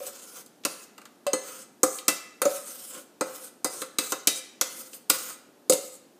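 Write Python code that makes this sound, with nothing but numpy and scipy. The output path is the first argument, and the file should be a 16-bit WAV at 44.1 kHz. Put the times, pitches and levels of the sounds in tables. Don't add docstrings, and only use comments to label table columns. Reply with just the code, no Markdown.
import sys
import numpy as np
from scipy import signal
from scipy.fft import rfft, irfft
from scipy.io import wavfile

SR = 44100
rng = np.random.default_rng(int(sys.argv[2]) if len(sys.argv) > 2 else 0)


def generate_wav(sig):
    pcm = np.round(np.clip(np.atleast_2d(sig).T, -1, 1) * 32767).astype(np.int16)
    wavfile.write(sys.argv[1], SR, pcm)


N = 272979

# (frequency [Hz], relative density [dB per Hz])
MURMUR_SHAPE = [(29, -68), (50, -42), (252, -3.5), (532, -11), (863, -16), (950, -19.5), (1740, -24),
                (2060, -30.5), (2270, -27.5), (6390, -29.5), (14500, -32), (16000, -44.5)]
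# (frequency [Hz], t60 [s])
ROOM_DECAY = [(200, 0.26), (2000, 0.78), (14000, 0.34)]
# (touch [s], lift [s], hiss at touch [dB], hiss at lift [dB],
# wall rumble at touch [dB], wall rumble at lift [dB])
SLIDE_STROKES = [(0.0, 0.386, -42, -44.5, -49.5, -54), (0.663, 0.839, -43, -44, -49, -56),
                 (1.342, 1.62, -49, -43.5, -51, -62.5), (1.836, 1.987, -39, -40.5, -53.5, -69),
                 (2.088, 2.178, -25.5, -50.5, -29, -57.5), (2.459, 3.014, -38, -41.5, -45.5, -60),
                 (3.234, 3.464, -48, -44, -45, -52.5), (3.655, 3.82, -41, -37.5, -45.5, -49.5),
                 (3.994, 4.12, -40.5, -31, -42, -49.5), (4.274, 4.382, -31, -39.5, -45.5, -54),
                 (4.617, 4.882, -43.5, -43, -50.5, -55), (5.095, 5.319, -32.5, -36.5, -36.5, -50.5),
                 (5.736, 5.968, -38.5, -49.5, -63.5, -75)]
# (time [s], hiss [dB], wall rumble [dB], width [s])
DIG_SURGES = [(0.072, -30.5, -45, 0.01), (0.379, -38.5, -45.5, 0.026), (1.51, -41, -45, .06),
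              (2.955, -57.5, -41.5, 0.032), (3.36, -40, -51, 0.024), (3.455, -41, -56, 0.016),
              (4.805, -36.5, -51.5, .02), (4.945, -42, -57.5, 0.023), (5.299, -46, -40, 0.016)]
# frequency of all rumble, of all hiss [Hz]
RUMBLE_HISS_HZ = [1300, 7000]
# (time [s], tick [dB], clang [dB],
# thump [dB], thud [dB], bell tone [dB], lead of the upper bell mode over the lower [dB],
# how freely the upper modes ring on [dB])
KNOCKS_AND_TICKS = [(0.0044, -62, -44.5, -56, -68, -33, 11, 1), (0.0662, -34, -45, -54, -56, -41, 11, 2),
                    (0.4609, -45, -57, -74, -72, -66, 1, -7), (0.636, -52, -32, -50, -52, -58, 5, -8),
                    (0.6499, -15, -24, -20.5, -23, -34.5, 11, -8.5),
                    (0.979, -43, -43.5, -34, -48, -67, 17, -11), (1.015, -52, -52, -47, -54, -65, 5, -8),
                    (1.0533, -42.5, -40.5, -39, -55, -69, 0, -16),
                    (1.2661, -28.5, -25.5, -30.5, -47, -26, 27, 0),
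                    (1.3327, -25.5, -30.5, -24.5, -21.5, -30.5, -12, 5.5),
                    (1.8317, -10.5, -26, -13.5, -17.5, -25, -12, -4.5),
                    (1.9851, -37, -29.5, -52, -55, -59, 2, -4.5),
                    (2.081, -9.5, -14.5, -19.5, -18.5, -46.5, -22.5, -5.5),
                    (2.4172, -17.5, -24.5, -17.5, -30, -24.5, 3.5, -5),
                    (2.4532, -22, -32, -23, -21, -15.5, 17, -8), (3.2096, -25, -33, -19, -20.5, -27, 1, -1),
                    (3.645, -18, -32, -20, -21.5, -34.5, 5, 1),
                    (3.817, -26.5, -29.5, -25.5, -33.5, -42, -7.5, -6.5),
                    (3.9851, -16.5, -18.5, -27, -22, -40, -5, -0.5),
                    (4.1207, -22, -29, -21, -27.5, -36.5, 3, -2),
                    (4.2719, -9, -11.5, -24, -20, -37.5, 6, -3.5),
                    (4.6111, -11.5, -16, -19, -33, -36.5, 0.5, -9.5),
                    (4.9315, -42, -37, -56, -44.5, -64, -9.5, -3.5),
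                    (5.0989, -7, -16, -17, -24, -38, 6.5, -7),
                    (5.6965, -9.5, -23, -28.5, -17.5, -16, -2, -2),
                    (5.7219, -20.5, -23.5, -28, -31.5, -27, 11.5, -10),
                    (5.732, -17.5, -32, -45.5, -26, -34.5, -12, -12)]
# thud, lower bell, upper bell, thump, clang, tick [Hz]
IMPACT_PART_HZ = [270, 524, 560, 1300, 3200, 7000]
# (frequency [Hz], level [dB])
CROWD_LEVELS = [(130, -22.5), (280, -9), (600, -4), (950, -4.5), (1330, 2), (1850, -7), (2400, -1),
                (3400, -3.5), (4300, 1.5), (5650, -2), (6600, 4.5), (9000, 0.5), (12000, -2), (15500, -1)]
# (frequency [Hz], t60 [s])
CROWD_DECAY = [(200, 0.064), (600, 0.19), (3000, 0.16), (8000, 0.11), (15000, 0.099)]
# (frequency [Hz], level [dB])
RASP_LEVELS = [(200, -20), (600, -15.5), (1000, -11.5), (1330, 4.5), (1800, -12.5), (3200, -7.5),
               (4200, -10.5), (5000, -6), (5650, -7), (6500, -4.5), (8500, -1), (10500, -4), (12500, -6),
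               (15000, -0.5)]
# (frequency [Hz], level [dB], t60 [s])
PAN_MODES = [(211.5, -7, 0.039), (299.5, -2.5, 0.09), (417, 8, 0.021), (518.6, 4, 0.18), (550, -5.5, 0.36),
             (577.2, -5, 0.14), (748, -12.5, 0.19), (1049, 0.5, 0.015), (1259, -4.5, 0.098),
             (1404, -11.5, 0.061), (1717, -27.5, 0.48), (1984, -22.5, 0.18), (2025, -17.5, 0.28),
             (2393, -15.5, 0.11), (2658, -17.5, 0.2), (3070, -15, 0.1), (3180, -22, 0.067),
             (3750, -19, 0.27), (3948, -8.5, 0.044), (4310, -15, 0.12), (4900, -14.5, 0.14),
             (5150, -15, 0.083), (6200, -23.5, 0.15), (6444, -5, 0.018), (6940, -14.5, 0.091),
             (7800, -12.5, 0.12), (8240, -14, 0.088), (8340, -8, 0.1), (8960, -11.5, 0.11),
             (11200, -20, 0.036)]
# lower limit, upper limit [Hz]
SQUAWK_RANGE_HZ = (1200, 1500)

MURMUR_DB, ROOM_DB = -58, -11
LIFT_DB_PER_S = 548.5
PAN_LOW_HZ = 145.3
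WANDER_SHARE, WANDER_HZ = 0.008, 1.5
STEADY_WANDER = 0.29
RUB_BELL_DB, RUB_SQUAWK_DB = -3, 5.5


def from_db(db):
    return 10 ** (np.asarray(db) / 20)


def rms_one(x):
    return x / np.sqrt(np.mean(x ** 2) + 1e-20)


def at_hz(points, hz):
    table_hz, values = np.array(points).T
    return np.interp(np.log(hz), np.log(table_hz), values)


def drift(corner_hz):
    step = 40
    pole = np.exp(-2 * np.pi * corner_hz * step / SR)
    white = rng.standard_normal(N // step + 2002)
    slow = signal.lfilter([1], [1, -2 * pole, pole * pole], white)[2000:]
    return np.interp(np.arange(N) / step, np.arange(len(slow)), rms_one(slow))


def bands(count=42):
    edges = np.geomspace(125, 16500, count + 1)
    filters = []
    for low, high in zip(edges, edges[1:]):
        sos = signal.butter(2, [low, high], "band", fs=SR, output="sos")
        filters.append((np.sqrt(low * high), sos))
    return filters


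def decay_pole(t60):
    return from_db(-60 / (t60 * SR))


def murmur():
    hz = np.maximum(np.arange(N // 2 + 1) * SR / N, 1)
    spectrum = rfft(rng.standard_normal(N)) * from_db(at_hz(MURMUR_SHAPE, hz))
    return from_db(MURMUR_DB) * rms_one(irfft(spectrum, N))


def kitchen(x, first_s=0.00098):
    t = np.arange(SR // 2) / SR
    white = rng.standard_normal((2, len(t)))
    echo = np.zeros(len(t))
    for k, (hz, sos) in enumerate(bands()):
        decay = from_db(-60 * t / at_hz(ROOM_DECAY, hz))
        echo += signal.sosfilt(sos, white[k % 2] * decay)
    echo *= np.clip(t / first_s - 1, 0, 1)
    return signal.fftconvolve(x, echo / np.sqrt(np.sum(echo ** 2)))[:N]


def slide_levels():
    t = np.arange(N) / SR
    power = np.full((2, N), 1e-15)
    for touch, lift, *ends in SLIDE_STROKES:
        glide = np.array([np.interp(t, [touch, lift], pair) for pair in np.reshape(ends, (2, 2))])
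        release_db = LIFT_DB_PER_S * np.maximum(t - lift, 0)
        power += (t >= touch) * from_db(glide - release_db) ** 2
    for s, hiss_db, rumble_db, width in DIG_SURGES:
        power += from_db([[hiss_db], [rumble_db]]) ** 2 * np.exp(-((t - s) / width) ** 2)
    return 10 * np.log10(power)


def slide_gain(hz, levels):
    hiss_db, rumble_db = levels
    share = np.interp(np.log(hz), np.log(RUMBLE_HISS_HZ), [0, 1])
    return from_db(share * hiss_db + (1 - share) * rumble_db)


def friction(per_s, spread_db):
    size_db = spread_db * np.minimum(rng.exponential(1, N), 4)
    sizes = from_db(size_db) * rng.choice([-1, 1], N)
    return rms_one(sizes * (rng.random(N) < per_s / SR))


def impact_clicks(hz, extra_db, used=slice(None)):
    s, tick, clang, thump, thud, bell, lead, _ = np.transpose(KNOCKS_AND_TICKS)
    strengths = np.transpose([thud, bell - lead / 2, bell + lead / 2, thump, clang, tick])
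    part_log_hz = np.log(IMPACT_PART_HZ)[used]
    reach_db = np.array([np.interp(np.log(hz), part_log_hz, row[used]) for row in strengths])
    clicks = np.zeros(N)
    clicks[np.round(s * SR).astype(int)] = from_db(reach_db + extra_db)
    return clicks


def dying(clicks, t60):
    return signal.lfilter([1], [1, -decay_pole(t60)], clicks + 1e-18)


def clatter(grit, levels, crack_t60=.03, crack_db=1.5, tail_db=-9, slide_db=1.5, patchy_db=3.5, colour_db=2.5):
    white = rng.standard_normal((2, N))
    filters = bands()
    colour = colour_db * rng.standard_normal((len(KNOCKS_AND_TICKS), len(filters)))
    out = 0
    for k, (hz, sos) in enumerate(filters):
        clicks = impact_clicks(hz, colour[:, k], used=[0, 3, 4, 5])
        crack = from_db(crack_db) * dying(clicks, crack_t60)
        wash = from_db(tail_db) * dying(clicks, at_hz(CROWD_DECAY, hz))
        struck = from_db(at_hz(CROWD_LEVELS, hz)) * (crack + wash) * white[k % 2]
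        share = np.interp(np.log(hz), np.log(RUMBLE_HISS_HZ), [.3, 1])
        rasp_db = at_hz(RASP_LEVELS, hz) + slide_db + share * patchy_db * drift(5.5)
        rasp = from_db(rasp_db) * slide_gain(hz, levels) * grit
        equal_power = np.sqrt(5000 / hz)
        out = out + (-1) ** k * signal.sosfilt(sos, (struck + rasp) * equal_power)
    return out


def ring(force, hz, t60):
    turn = np.exp(2j * np.pi * np.cumsum(hz) / SR)
    unturned = signal.lfilter([1], [1, -decay_pole(t60)], (force + 1e-18) / turn)
    return (turn * unturned).imag


def clear_ring(grit, levels, chance_db=4.5, impact_db=-1, slide_db=-35, streak_db=2.5):
    chance = chance_db * rng.standard_normal((len(KNOCKS_AND_TICKS), len(PAN_MODES)))
    free_db = np.array(KNOCKS_AND_TICKS)[:, -1]
    out = 0
    for k, (hz, level_db, t60) in enumerate(PAN_MODES):
        steady = hz < 700
        rub_db, wander = 0, WANDER_SHARE
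        if steady:
            rub_db, wander = RUB_BELL_DB, WANDER_SHARE * STEADY_WANDER
        elif SQUAWK_RANGE_HZ[0] < hz < SQUAWK_RANGE_HZ[1]:
            rub_db = RUB_SQUAWK_DB
        struck = impact_clicks(hz, impact_db + (0 if steady else free_db + chance[:, k]))
        streak = streak_db * drift(1.4)
        rubbed = from_db(slide_db + rub_db + streak) * slide_gain(hz, levels) * grit
        pitch_hz = hz * (1 + wander * drift(WANDER_HZ))
        out = out + (-1) ** k * from_db(level_db) * ring(struck + rubbed, pitch_hz, t60)
    return out


def scene():
    judder = from_db(2.42 * drift(22.0))
    grit = judder * friction(per_s=9000, spread_db=2.5)
    levels = slide_levels()
    pan = clear_ring(grit, levels) + clatter(grit, levels)
    pan = signal.sosfilt(signal.butter(2, PAN_LOW_HZ, "high", fs=SR, output="sos"), pan)
    return (pan + from_db(ROOM_DB) * kitchen(pan) + murmur())[None]


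def record(dry):
    gentle = signal.cheby2(8, 25, 15600, fs=SR, output="sos")
    steep = signal.cheby2(12, 60, 16600, fs=SR, output="sos")
    return np.clip(signal.sosfilt(steep, signal.sosfilt(gentle, dry)), -1, 1)


dry = scene()
out = record(dry)
generate_wav(out)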